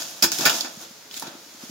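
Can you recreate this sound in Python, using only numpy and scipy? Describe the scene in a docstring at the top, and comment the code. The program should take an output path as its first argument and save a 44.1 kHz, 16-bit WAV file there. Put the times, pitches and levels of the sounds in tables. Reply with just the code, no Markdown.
"""Cooked crab pieces are scooped about in a metal pot, their hard shells clacking together and on its wall.
Between the knocks they scrape, rustle and tumble, and one crisp shell drags across the heap.
Every contact rings the pot briefly, damped by its load. Soft low bumps and a quiet hiss lie underneath.
Heard close to the pot in a small kitchen, on a stereo pair of microphones."""
import sys
import numpy as np
from scipy import signal
from scipy.fft import rfft, irfft
from scipy.io import wavfile
from scipy.ndimage import uniform_filter1d

SR = 44100
rng = np.random.default_rng(int(sys.argv[2]) if len(sys.argv) > 2 else 0)


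def master(y):
    """Save y as 16-bit WAV."""
    cut = np.clip(np.atleast_2d(y).T, -1, 1)
    pcm = np.round(cut * 32767)  # scale
    wavfile.write(sys.argv[1], SR, pcm.astype(np.int16))


N = 74970


def amp(db):
    """Decibels to gain."""
    return 10 ** (np.asarray(db) / 20)


def unit(x):
    """Scales to rms 1."""
    return x / np.sqrt(np.mean(x ** 2) + 1e-20)


def read(points, hz):
    """Reads a table on a log-frequency axis."""
    f, value = np.transpose(points)
    return np.interp(np.log(hz + 1), np.log(f + 1), value)


def add(mix, s, sound):
    """Mixes a stereo sound in at s seconds."""
    part = mix[:, max(round(s * SR), 0):][:, :sound.shape[1]]
    part += sound[:, :part.shape[1]]


def pan(db):
    """Gains that put the left microphone db above the right."""
    return amp(np.array([[db], [-db]]) / 2)


def colour(x, spectrum, tilt=lambda hz: 0, size=4096):
    """Causal filter of unit power with the given spectrum, then an optional tilt in dB."""
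    hz = abs(np.fft.fftfreq(size, 1 / SR))
    log_gain = np.log(unit(amp(read(spectrum, hz))) * amp(tilt(hz)) + 1e-6)
    minimum_phase = np.exp(np.conj(signal.hilbert(log_gain)))
    taps = np.fft.ifft(minimum_phase).real[:size // 2]
    return signal.fftconvolve(x, taps[None], axes=1)[:, :x.shape[1]]


# How alike the two microphones hear. Each row: frequency in Hz, left-right correlation.
MIC_LIKENESS = [(30, 0.49), (100, 0.98), (300, 0.93), (700, 0.59), (1500, 0.29), (5000, 0.26),
                (16000, 0.15)]

def stereo_noise(size):
    """White noise, alike on both sides in the bass and unlike in the treble."""
    a, b = rfft(rng.standard_normal((2, size)))
    same = read(MIC_LIKENESS, np.fft.rfftfreq(size, 1 / SR))
    mid, side = a * np.sqrt((1 + same) / 2), b * np.sqrt((1 - same) / 2)
    return irfft(np.array([mid + side, mid - side]), size)


# The background of the kitchen. 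Each row: frequency in Hz, relative spectral level in dB.
HISS_COLOUR = [(15, -83), (25, -21), (102, -9), (211, -8), (299, -12.5), (382, -28.5), (414, -2.5),
               (500, -13), (542, -3.5), (672, -15.5), (729, -14.5), (1930, -10.5), (3490, -13),
               (3880, -8.5), (6660, -9), (8050, -20.5), (15800, -18.5)]

def hiss(db=-47.5):
    """A quiet, steady hiss lies behind the pot."""
    return amp(db) * colour(stereo_noise(N), HISS_COLOUR)


# The room around the pot. Each row: frequency in Hz, seconds to die away by 60 dB.
KITCHEN_DECAY = [(150, 0.19), (400, 0.48), (1200, 0.21), (5000, .36), (14000, 0.12)]

def kitchen_echo(x, db=-12.5, first_echo_s=0.006):
    """The near, hard walls of a small kitchen return a short reverberation."""
    reflections = stereo_noise(SR // 2) * (np.arange(SR // 2) > first_echo_s * SR)
    hz, t, bands = signal.stft(reflections, SR, nperseg=256)
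    decay = np.exp(-np.log(1000) * t / read(KITCHEN_DECAY, hz)[:, None])
    tail = signal.istft(bands * decay, SR, nperseg=256)[1]
    return amp(db) * signal.fftconvolve(x, tail / np.linalg.norm(tail[0]), axes=1)[:, :N]


# Low bumps, just left of centre. Each row: time in seconds, peak in dB, pitch in Hz.
BUMPS = [(.396, -23.5, 330), (0.419, -35, 207), (.466, -24, 257), (0.648, -49, 320), (0.776, -34.5, 200),
         (0.911, -41.5, 205), (1.057, -48, 286), (1.108, -52, 288), (1.171, -41, 271), (1.238, -32.5, 267),
         (1.281, -36, 297), (1.354, -37, 275), (1.466, -44, 298), (1.549, -41.5, 270), (1.638, -31.5, 255),
         (1.698, -33, 235)]
BUMP_SWELL_S, BUMP_LEAD_S = 0.0018, 0.00407

def bump(db, hz):
    """A soft, dull push of two or three cycles."""
    t = np.arange(SR // 10) / SR
    age = t / BUMP_SWELL_S
    swell = age ** 2 * np.exp(-age)
    tone = np.sin(2 * np.pi * (hz * t + rng.random()))
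    return amp(db) * pan(1.0) * swell / swell.max() * tone


# The loaded metal pot, close by. Each row: resonance in Hz, relative strength in dB, width in Hz.
POT_MODES = [(336, 0.5, 14), (541, 5.5, 7.7), (641, 1, 9.8), (675.4, 5, 15), (869.5, 2, 12.6),
             (1377, -3, 11), (1473.5, 2.5, 9.1), (1730, 4, 16), (2635, 2, 19), (3400, 5.5, 24),
             (3810, 5.5, 25), (4560, -2, 26), (4794, 4, 22), (5230, -0.5, 48), (5375, -1.5, 41),
             (5640, -13, 13), (5640, -5, 23), (6540, -2, 22), (7210, 3, 15)]

def pot_ring(contacts, ring_db=-1.5):
    """Every contact drives the pot's narrow resonances, which ring on briefly."""
    ring = sum(amp(db) * signal.lfilter(*signal.iirpeak(hz, hz / width, fs=SR), contacts)
               for hz, db, width in POT_MODES)
    return amp(ring_db) * ring


def friction(levels, spectrum, grain_db, side_db, slips_per_s=7200, slip_s=0.00048):
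    """Rubbing shells make dense tiny slips of uneven size, which follow a level curve."""
    slipping = rng.random(N) < slips_per_s / SR
    slips = slipping * amp(grain_db * np.minimum(rng.exponential(1, N), 5))
    energy = signal.lfilter([1], [1, -np.exp(-1 / (slip_s * SR))], slips ** 2)
    rustle = unit(colour(stereo_noise(N) * np.sqrt(energy), spectrum))
    level_db = np.interp(np.arange(N) / SR, *np.transpose(levels))
    return rustle * pan(side_db) * amp(level_db)


# The heap in the pot, dead ahead. Each row: time in seconds, level in dB.
TUMBLE_LEVELS = [(0, -41), (.1, -51), (.375, -50), (.395, -36.5), (.45, -32.5), (.51, -30.5), (.56, -38),
                 (.62, -41.5), (.67, -42.5), (.78, -54.5), (.83, -46), (.9, -58), (1.21, -53.5),
                 (1.24, -41.5), (1.285, -43.5), (1.35, -48), (1.41, -57), (1.58, -56), (1.64, -48.5),
                 (1.7, -59)]
# Its dull tone. 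Each row: frequency in Hz, relative spectral level in dB.
TUMBLE_COLOUR = [(60, -9.5), (130, -33.5), (200, -3.5), (310, 0), (420, -10.5), (540, -4), (780, -3),
                 (1100, -5), (1450, -3), (2000, -13.5), (3500, -9.5), (8000, -34.5), (16000, -49)]

def tumble():
    """The heap shifts with a dull rumble of pieces."""
    return friction(TUMBLE_LEVELS, TUMBLE_COLOUR, grain_db=1, side_db=0.1)


# A single drag, near the centre. Each row: time in seconds, level in dB.
CRUNCH_LEVELS = [(0, -90), (1.09, -67), (1.125, -43), (1.158, -39), (1.175, -31), (1.205, -49.5),
                 (1.26, -56), (1.35, -90)]
# Its crisp tone. Each row: frequency in Hz, relative spectral level in dB.
CRUNCH_COLOUR = [(350, -54), (600, -22), (737, -24), (943, -22), (1610, -11), (1770, -11), (2060, -4),
                 (2980, -7), (3750, 0), (6320, -6), (6860, 2.5), (8420, -11.5), (15800, -9)]

def crunch():
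    """One crisp shell drags across the heap."""
    return friction(CRUNCH_LEVELS, CRUNCH_COLOUR, grain_db=2.5, side_db=0.5)


# Scraping, a little toward the right microphone. Each row: time in seconds, level in dB.
SCRAPE_LEVELS = [(0, -29.5), (.045, -36), (.15, -42), (.31, -44.5), (.33, -27.5), (.37, -30), (.44, -28.5),
                 (.5, -27.5), (.565, -27), (.63, -35), (.69, -44), (.78, -46.5), (.825, -39.5),
                 (.88, -49.5), (1.1, -55), (1.22, -39.5), (1.32, -52.5), (1.58, -50), (1.625, -44),
                 (1.7, -45.5)]
# Its bright tone. Each row: frequency in Hz, relative spectral level in dB.
SCRAPE_COLOUR = [(88, -44.5), (150, -4), (483, -23.5), (713, -6.5), (937, -11), (1070, -11.5),
                 (1780, -10.5), (2000, -12), (3320, -3.5), (4040, -4.5), (5310, -0.5), (6840, 1.5),
                 (7830, -9.5), (14100, -8.5), (15800, -13.5)]

def scrape():
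    """Shells slide over each other and the metal."""
    return friction(SCRAPE_LEVELS, SCRAPE_COLOUR, grain_db=2.5, side_db=-1.5)


# The tone all knocks share. Each row: frequency in Hz, relative spectral level in dB.
SHELL_COLOUR = [(35, -44), (60, -49), (136, -6.5), (322, -6.5), (478, -13.5), (856, -11.5), (1270, -9),
                (1500, -4), (1610, -12.5), (1810, -5.5), (1980, -19), (2390, -4), (3020, -11.5), (3310, -6),
                (4090, -7), (5280, 0), (6070, -11), (6670, -0.5), (8220, -17.5), (13700, -14.5),
                (15800, -11)]
# Band corners in Hz, in order: end of the bass, both ends of the middle and of the clack, start of the top.
BAND_HZ = [300, 600, 1700, 3000, 7000, 8200]
# Knocks in the pot, close up. Each row: start in seconds, relative level in dB, bass, middle and top
# in dB against the clack band, seconds to die away by 60 dB, left over right in dB,
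# the piece's own resonance in Hz, its lift in dB.
KNOCKS = [ (0.0194, -28, -22, 1.5, -9, 0.024, 1.5, 7300, 6.5),
          (.1088, -44.5, -10, -3, 10, 0.024, 5, 10000, 7), (0.2244, -16, 2.5, 3, 6, 0.072, -2.5, 5220, 8),
          (0.2361, -17.5, 3, 2.5, 4.5, 0.11, -1.5, 5840, 4.5),
          (0.2421, -20.5, 6, 5, 6.5, 0.11, 2.5, 3410, -3), (.3176, -23.5, 2.5, 0, 3.5, 0.059, -2, 6000, 8),
          (.3862, -25.5, -2.5, -3, 3, 0.091, 2, 326, 5), (.4080, -26, 7, -0.5, 0, 0.19, -0.5, 1510, 9.5),
          (0.4532, -21, -9, 0, 1, 0.038, -2.5, 2170, 21), (0.4564, -16, 0.5, 6.5, 3.5, 0.12, -1, 1410, 4.5),
          (0.4688, -21.5, 1, 11, -7, 0.11, -1, 3000, 10.5),
          (.4957, -21.5, -18, 4.5, 2, 0.063, -3, 3120, 10.5),
          (.6080, -23, -20, -27, -3, 0.041, -4.5, 4300, 7), (0.6453, -34, 1.5, 7, -28, 0.15, -1.5, 830, 7),
          (1.1115, -42, -14, -1, 0, 0.03, -3, 3400, 15), (1.1400, -39, -24, -9, 3, .03, -2, 2970, 15),
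          (1.197, -36.5, -20, -18, 6, 0.038, -2, 10100, 13.5),
          (1.2229, -38.5, 7.5, 7.5, 7, 0.053, -3, 910, 17.5),
          (1.2700, -42.5, 13.5, 4.5, 0, 0.074, -1, 3870, 11.5), ]
KNOCK_GAIN_DB, CHATTER_DB, RISE_S = 3, 3, 0.00073
SNAP_S, SNAP_DB = 0.00057, 0.5  # the instant of contact
PIECE_HALF_WIDTH_OCTAVES = 0.22

def knock(db, bass_db, middle_db, top_db, t60, side_db, piece_hz, lift_db):
    """A hard shell lands: a snap, then a rattling crack coloured by the piece."""
    def tilt(hz):
        bands_db = np.interp(hz, BAND_HZ, [bass_db, middle_db, middle_db, 0, 0, top_db])
        detuning = np.log2((hz + 1) / piece_hz) / PIECE_HALF_WIDTH_OCTAVES
        return bands_db + lift_db / (1 + detuning ** 2)

    t = np.arange(SR // 2) / SR
    flutter = unit(uniform_filter1d(rng.standard_normal(len(t)), size=50))
    chatter = unit(amp(CHATTER_DB * flutter))
    crack = np.minimum(t / RISE_S, 1) * np.exp(-np.log(1000) * t / t60) * chatter
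    snap = amp(SNAP_DB) * np.exp(-t / SNAP_S)
    burst = stereo_noise(len(t)) * (crack + snap)
    return amp(db + KNOCK_GAIN_DB) * pan(side_db) * colour(burst, SHELL_COLOUR, tilt)


def scene():
    """Shells knock and scrape in the pot; soft bumps, the kitchen's echo and a hiss surround them."""
    shells = scrape() + tumble() + crunch()
    for s, *row in KNOCKS:
        add(shells, s, knock(*row))
    near = shells + pot_ring(shells)
    for s, db, hz in BUMPS:
        add(near, s - BUMP_LEAD_S, bump(db, hz))
    return near + kitchen_echo(near) + hiss()


# The lean of the microphone pair. Each row: frequency in Hz, left over right in dB.
MIC_BALANCE = [(120, 0.5), (280, 1), (550, 1.5), (1100, 0.5), (2200, 0.5), (4500, -1.5), (8000, 2),
               (13000, -1)]
LOW_CUT_HZ, HIGH_CUT_HZ = 118, 15850

def record(dry):
    """Two slightly unlike microphones with a bass cut, the full-scale limit, then the band limit."""
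    lean_db = read(MIC_BALANCE, np.fft.rfftfreq(2 * N, 1 / SR)) / 2
    heard = irfft(rfft(dry, 2 * N) * amp([lean_db, -lean_db]))[:, :N]
    heard = signal.lfilter(*signal.butter(2, LOW_CUT_HZ, "high", fs=SR), heard)
    high_cut = signal.firwin(511, HIGH_CUT_HZ, window=("kaiser", 9), fs=SR)
    return signal.oaconvolve(np.clip(heard, -1, 1), high_cut[None], "same")


dry = scene()
out = record(dry)
master(out)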